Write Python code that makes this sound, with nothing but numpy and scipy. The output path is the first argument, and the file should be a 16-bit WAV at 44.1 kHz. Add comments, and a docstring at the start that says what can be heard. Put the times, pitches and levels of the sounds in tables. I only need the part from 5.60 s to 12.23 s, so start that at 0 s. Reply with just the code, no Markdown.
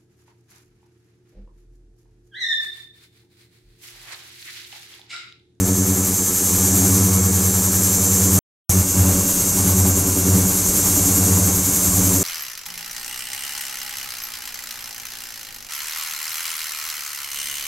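"""A low, throbbing hum under a shrill whine and hiss: an ultrasonic tank is running in a lab.
Its drive repeats a sweep ten times a second, each a train of short bursts that push the bath and
rattle the tank. The steel walls ring, cavitation bubbles collapse, and a pump sings faintly over
the circulating water. Near the middle the sound cuts out for a moment."""
import sys
import numpy as np
from scipy import signal
from scipy.fft import rfft, irfft, next_fast_len
from scipy.io import wavfile
from scipy.ndimage import uniform_filter1d, map_coordinates

SR = 44100
rng = np.random.default_rng(int(sys.argv[2]) if len(sys.argv) > 2 else 0)


def transcribe(u):
    """Save the signal u as a 16-bit wav file named by the first command-line argument.

    u: samples, shape (n,) or (channels, n), limited to [-1, 1]; the rate is SR.
    q: integer samples, one column per channel.
    """
    v = np.clip(np.atleast_2d(u).T, -1, 1)
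    q = np.round(v * 32767).astype(np.int16)
    wavfile.write(sys.argv[1], SR, q)


N = 292383
TIME = np.arange(N) / SR
SWEEP_HZ, SURGE_HZ = 10, 10.125
RING_ECHO_S = .01096
SILENCE_FROM_S, SILENCE_TO_S = 2.79, 3.094


def amp(db):
    """Decibels to amplitude gain."""
    return np.exp(np.asarray(db) * np.log(10) / 20)


def unit(x):
    """Normalisation to rms 1."""
    return x / np.sqrt(np.mean(x ** 2) + 1e-20)


def curve(rows):
    """Linear interpolation of (seconds, value) rows, one value a sample."""
    return np.interp(TIME, *np.transpose(rows))


def swing(level_db):
    """A level's departure from its mean."""
    return level_db - level_db.mean()


def wobble(rate_hz):
    """Smooth random modulation: a spline through rate_hz knots a second."""
    coarse = TIME[::100]
    knots = rng.standard_normal(256)
    return np.interp(TIME, coarse, map_coordinates(knots, [coarse * rate_hz], mode="mirror"))


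def either(before, after):
    """Sound varies with position: after the silence the tank is heard from a slightly different place."""
    return np.where(TIME < SILENCE_TO_S, before, after)


def filtered(x, response):
    """Linear filtering: the spectrum of x times a complex frequency response."""
    size = next_fast_len(N + SR // 2)
    return irfft(rfft(x, size) * response(np.fft.rfftfreq(size, 1 / SR)), size)[:N]


def coloured(x, spectrum):
    """Spectral shaping by (Hz, dB) points on a log frequency axis, at rms 1."""
    points_hz, db = np.transpose(spectrum)
    return unit(filtered(x, lambda hz: amp(np.interp(np.log(hz + 1), np.log(points_hz), db))))


def hum_order(centre_hz, width_hz, lag_s, drift_rad, waver_db):
    """Sidebands: an order restarts softly with each sweep, which splits it into close lines that beat."""
    tone = np.zeros(N)
    start_rad = np.pi / 4  # the orders share one starting phase, then drift apart into a wavering hum
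    for step in range(-2, 3):
        line_hz = SWEEP_HZ * (round(centre_hz / SWEEP_HZ) + step)
        offset_hz = line_hz - centre_hz
        strength = np.sinc(offset_hz / width_hz) * np.exp(-(offset_hz / (2 * width_hz)) ** 2)
        phase = 2 * np.pi * (line_hz * TIME - offset_hz * lag_s) + start_rad + drift_rad * wobble(2.5)
        tone += strength * amp(waver_db * wobble(3.053)) * np.cos(phase)
    return unit(tone)


def sliding_lag(stretches):
    """Linear drift of the moment in each sweep at which the hum swells, set anew after the silence."""
    (lag_before, slide_before), (lag_after, slide_after) = stretches
    return either(lag_before + slide_before * TIME, lag_after + slide_after * (TIME - SILENCE_TO_S))


def bath_hum(throb_db):
    """Forced vibration: the bursts push the bath. Low orders throb most, upper ones are least steady."""
    # Hum orders before and after the silence. 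Each row: centre in Hz, width in Hz, base level in dB.
    orders_before = [(95.1, 13.5, -23.5), (187.8, 11.4, -24.5), (280.5, 16.3, -31), (376.5, 14.2, -35.5),
                     (469, 16, -38.5), (573, 17, -46.5)]
    orders_after = [(94.8, 12.8, -24.5), (184.2, 13, -26.5), (279.2, 20, -32), (377.6, 19, -36.5),
                    (468, 14, -43), (574, 18, -44)]
    # How each order varies. Each row: dB per dB of throb, dB per dB of midrange swing,
    # waver in dB, phase drift in radians.
    habits = [(1.2, 0, 1.6, 0.3), (0.94, 0, 1, 0.41), (0.36, 1.45, 2, 0.9), (.4, 0.9, 2, 0.84),
              (0.54, 0, 3, 1), (0.2, 0, 3.5, .9)]
    # The hum's midrange, about 250 to 400 Hz. Each row: time in seconds, relative level in dB.
    midrange = [(0.0, -25), (0.53, -28.5), (1.32, -28.0), (1.72, -31.5), (4.38, -28.0), (4.59, -24),
                (4.91, -31.0), (5.45, -26.5), (5.87, -30.5), (6.09, -26.0), (6.19, -34), (6.62, -23.5)]
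    # Lag of the swell, before then after the silence.
    # Each row: starting lag in seconds, slide in seconds per second.
    first_order_lag = [(0.029, 0.0088), (-0.016, 0.025)]
    higher_order_lag = [(.012, -.012), (-0.039, 0.0137)]
    midrange_db = swing(curve(midrange))
    hum = np.zeros(N)
    for order, (per_throb, per_midrange, waver_db, drift_rad) in enumerate(habits):
        lag_s = sliding_lag(higher_order_lag if order else first_order_lag)
        before, after = [amp(db) * hum_order(hz, width_hz, lag_s, drift_rad, waver_db)
                         for hz, width_hz, db in (orders_before[order], orders_after[order])]
        hum += amp(per_throb * throb_db + per_midrange * midrange_db) * either(before, after)
    return hum


def repeating_noise(memory, fresh):
    """Correlated noise: each sweep replays a pattern that the moving water slowly renews."""
    sweep_samples = SR // SWEEP_HZ
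    sweeps = rng.standard_normal((2 * (N // sweep_samples + 1), sweep_samples))
    pattern = signal.lfilter([1], [1, -memory], sweeps, axis=0).ravel()[-N:]
    return np.sqrt(1 - fresh) * unit(pattern) + np.sqrt(fresh) * rng.standard_normal(N)


def bursts(burst_hz, sharpness):
    """Amplitude modulation that peaks once a burst and starts afresh with every sweep."""
    sweep_time = TIME % (1 / SWEEP_HZ)
    return unit(np.exp(sharpness * np.cos(2 * np.pi * burst_hz * sweep_time)))


def echoing(x, delay_s, carry):
    """Comb filtering: x returns again and again, weaker each time, raising evenly spaced peaks."""
    return filtered(x, lambda hz: 1 / (1 - carry * np.exp(-2j * np.pi * hz * delay_s)))


def surge():
    """Periodic modulation: cavitation rises and falls about once a sweep, between -1 and 1."""
    peak_s = either(.078, .043)
    return np.cos(2 * np.pi * SURGE_HZ * (TIME - peak_s))


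def tank_buzz(level_db):
    """Pulsed excitation: every burst rattles the tank with a puff of noise that rings on."""
    # The rattle's spectrum. Each row: frequency in Hz, relative density in dB.
    spectrum = [(60, 4), (130, 10.5), (250, 10.5), (450, 4.5), (600, 0.5), (900, 0.5), (1150, -0.5),
                (1550, -6), (2000, -13), (2300, -7), (2500, -16.5), (3200, -18.5), (4500, -16),
                (7000, -48.5)]
    puffs = repeating_noise(memory=0.88, fresh=0.74) * bursts(burst_hz=94.76, sharpness=0.51)
    rattle = echoing(puffs, delay_s=.00996, carry=0.41)
    flutter_db = .6 * surge() + wobble(40)
    return amp(level_db + flutter_db) * coloured(rattle, spectrum)


def tones(lines, waver_db, drift_rad, rate_hz):
    """Superposition of sines at (Hz, dB), each wandering in level and phase on its own."""
    total = np.zeros(N)
    for hz, db in lines:
        phase = 2 * np.pi * (hz * TIME + rng.random()) + drift_rad * wobble(rate_hz)
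        total += np.sqrt(2) * amp(db + waver_db * wobble(rate_hz)) * np.sin(phase)
    return total


def wall_whine(level_db):
    """Resonance: the steel walls ring from burst to burst in a comb of shrill lines; a few sing out."""
    # The comb's envelope. Each row: frequency in Hz, relative density in dB.
    spectrum = [(3000, -64), (4400, -20), (5400, -10.5), (6000, -4.5), (6250, 1), (6550, -1.5), (6900, -1),
                (7150, 0), (7500, 1), (7950, -1.5), (8350, 1), (8650, -7), (9500, -14), (12000, -43)]
    # Strongest wall tones before and after the silence. Each row: frequency in Hz, relative level in dB.
    walls_before = [(5749, -39), (5927, -47), (6202, -37), (6298, -30.5), (7020, -37), (7111, -34.5),
                    (7311, -32.5), (7402, -35.5), (7483, -29.5), (7682, -36), (7763, -50), (7957, -37)]
    walls_after = [(5744, -40.5), (6196, -50), (6298, -35.5), (6395, -34.5), (7117, -38), (7203, -39),
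                   (7300, -46), (7391, -33), (7499, -47), (7590, -35), (7660, -41), (7768, -54)]
    excitation = repeating_noise(memory=0.882, fresh=0.5)
    ring = coloured(echoing(excitation, RING_ECHO_S, carry=0.48), spectrum)
    singing = either(*[tones(lines, waver_db=-3.0, drift_rad=.9, rate_hz=5.6)
                       for lines in (walls_before, walls_after)])
    ring_db = level_db - 3.64 + surge() + 0.29 * wobble(13)
    return amp(ring_db) * ring + amp(swing(level_db) - 4.0) * singing


def cavitation_hiss(level_db):
    """Cavitation: countless tiny bubbles collapse in a fine hiss; its narrow top rings and surges most."""
    # Spectra of the broad hiss and its ringing top. Each row: frequency in Hz, relative density in dB.
    hiss_spectrum = [(1500, -13.5), (3200, -14), (4400, -10.5), (6000, -14), (8000, -6.5), (9300, -4),
                     (11000, 0), (12100, -1), (13000, 1.5), (14000, -9.5), (15700, -11.5)]
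    sizzle_spectrum = [(10000, -35.5), (11500, -5), (12200, -6.5), (12520, 4.5), (12760, -3.5),
                       (13000, -11), (14000, -17), (15700, -28.5)]
    noise = rng.standard_normal(N)
    grain_db = unit(uniform_filter1d(rng.standard_normal(N), size=40))
    hiss = coloured(noise * amp(grain_db), hiss_spectrum)
    hiss_db = -1.92 + 0.73 * surge() + 1.1 * wobble(30)
    sizzle = coloured(echoing(rng.standard_normal(N), RING_ECHO_S, carry=.45), sizzle_spectrum)
    sizzle_db = -9.5 + 5.7 * surge() + 0.87 * wobble(20)
    return amp(level_db) * (amp(hiss_db) * hiss + amp(sizzle_db) * sizzle)


def circulation():
    """Tonal and broadband flow noise: the pump sings faintly over the low wash of the water."""
    # Pump tones before and after the silence. Each row: frequency in Hz, relative level in dB.
    pump_before = [(1012, -56), (1104, -49.5), (1200, -58), (1303, -49), (1378, -61.5), (1658, -50),
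                   (1755, -50), (2207, -50.5)]
    pump_after = [(1001, -52), (1104, -47.5), (1200, -51), (1567, -51), (1658, -63), (2105, -69),
                  (2207, -49.5), (2762, -50.5)]
    # The water's spectrum. Each row: frequency in Hz, relative density in dB.
    spectrum = [(15, -14), (27, 4.5), (38, -12), (60, 2.5), (150, -1.5), (400, -6.5), (1000, -22.5),
                (3000, -35)]
    pump = either(*[tones(lines, waver_db=2.5, drift_rad=0.49, rate_hz=2.6)
                    for lines in (pump_before, pump_after)])
    wash = coloured(rng.standard_normal(N), spectrum)
    wash_db = either(-46, -33.5) + 1.5 * wobble(8.7)
    return amp(-3) * pump + amp(wash_db) * wash


def scene():
    """Superposition in two like channels: throb drives hum, cavitation whine and hiss, both the buzz."""
    # How hard the bath throbs and cavitates. Each row: time in seconds, relative level in dB.
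    throb_levels = [(0.0, -22), (0.36, -24), (0.77, -34), (0.97, -24.0), (1.4, -19), (2.1, -24.5),
                    (2.52, -24), (2.74, -21), (3.21, -19), (3.29, -36), (3.41, -16), (3.55, -20.5),
                    (3.74, -31), (3.97, -28), (4.06, -20.5), (4.26, -18.5), (4.36, -24.0), (4.57, -27.0),
                    (4.75, -15.5), (4.97, -28.5), (5.3, -27), (5.73, -18.5), (6.17, -30.5), (6.4, -20),
                    (6.62, -26)]
    cavitation_levels = [(0.0, -23.0), (1.19, -17.5), (1.59, -20.5), (2.61, -18), (3.1, -18), (3.19, -20.5),
                         (4.04, -18), (4.46, -20), (4.91, -19), (5.42, -17), (5.98, -19.5), (6.11, -18.0),
                         (6.62, -18.5)]
    throb_db = swing(curve(throb_levels))
    cavitation_db = curve(cavitation_levels)
    buzz_db = -29.5 + 0.37 * throb_db + .6 * swing(cavitation_db)
    tank = (bath_hum(throb_db) + tank_buzz(buzz_db) + wall_whine(cavitation_db + 1)
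            + cavitation_hiss(cavitation_db - 3) + circulation())
    return np.array([tank, tank])


def record(dry):
    """Filtering and gating: a narrow notch in the treble, a brief total silence and a band limit."""
    notch_hz, top_hz = 7848, 15730
    gate = (TIME < SILENCE_FROM_S) | (TIME > SILENCE_TO_S)
    notch = lambda hz: (hz - notch_hz - 6j) / (hz - notch_hz - 85j)
    low_pass = lambda hz: np.clip((top_hz - hz) / 40 + 1, 0, 1)
    return np.array([filtered(filtered(channel, notch) * gate, low_pass) for channel in dry])


dry = scene()
out = record(dry)
transcribe(out)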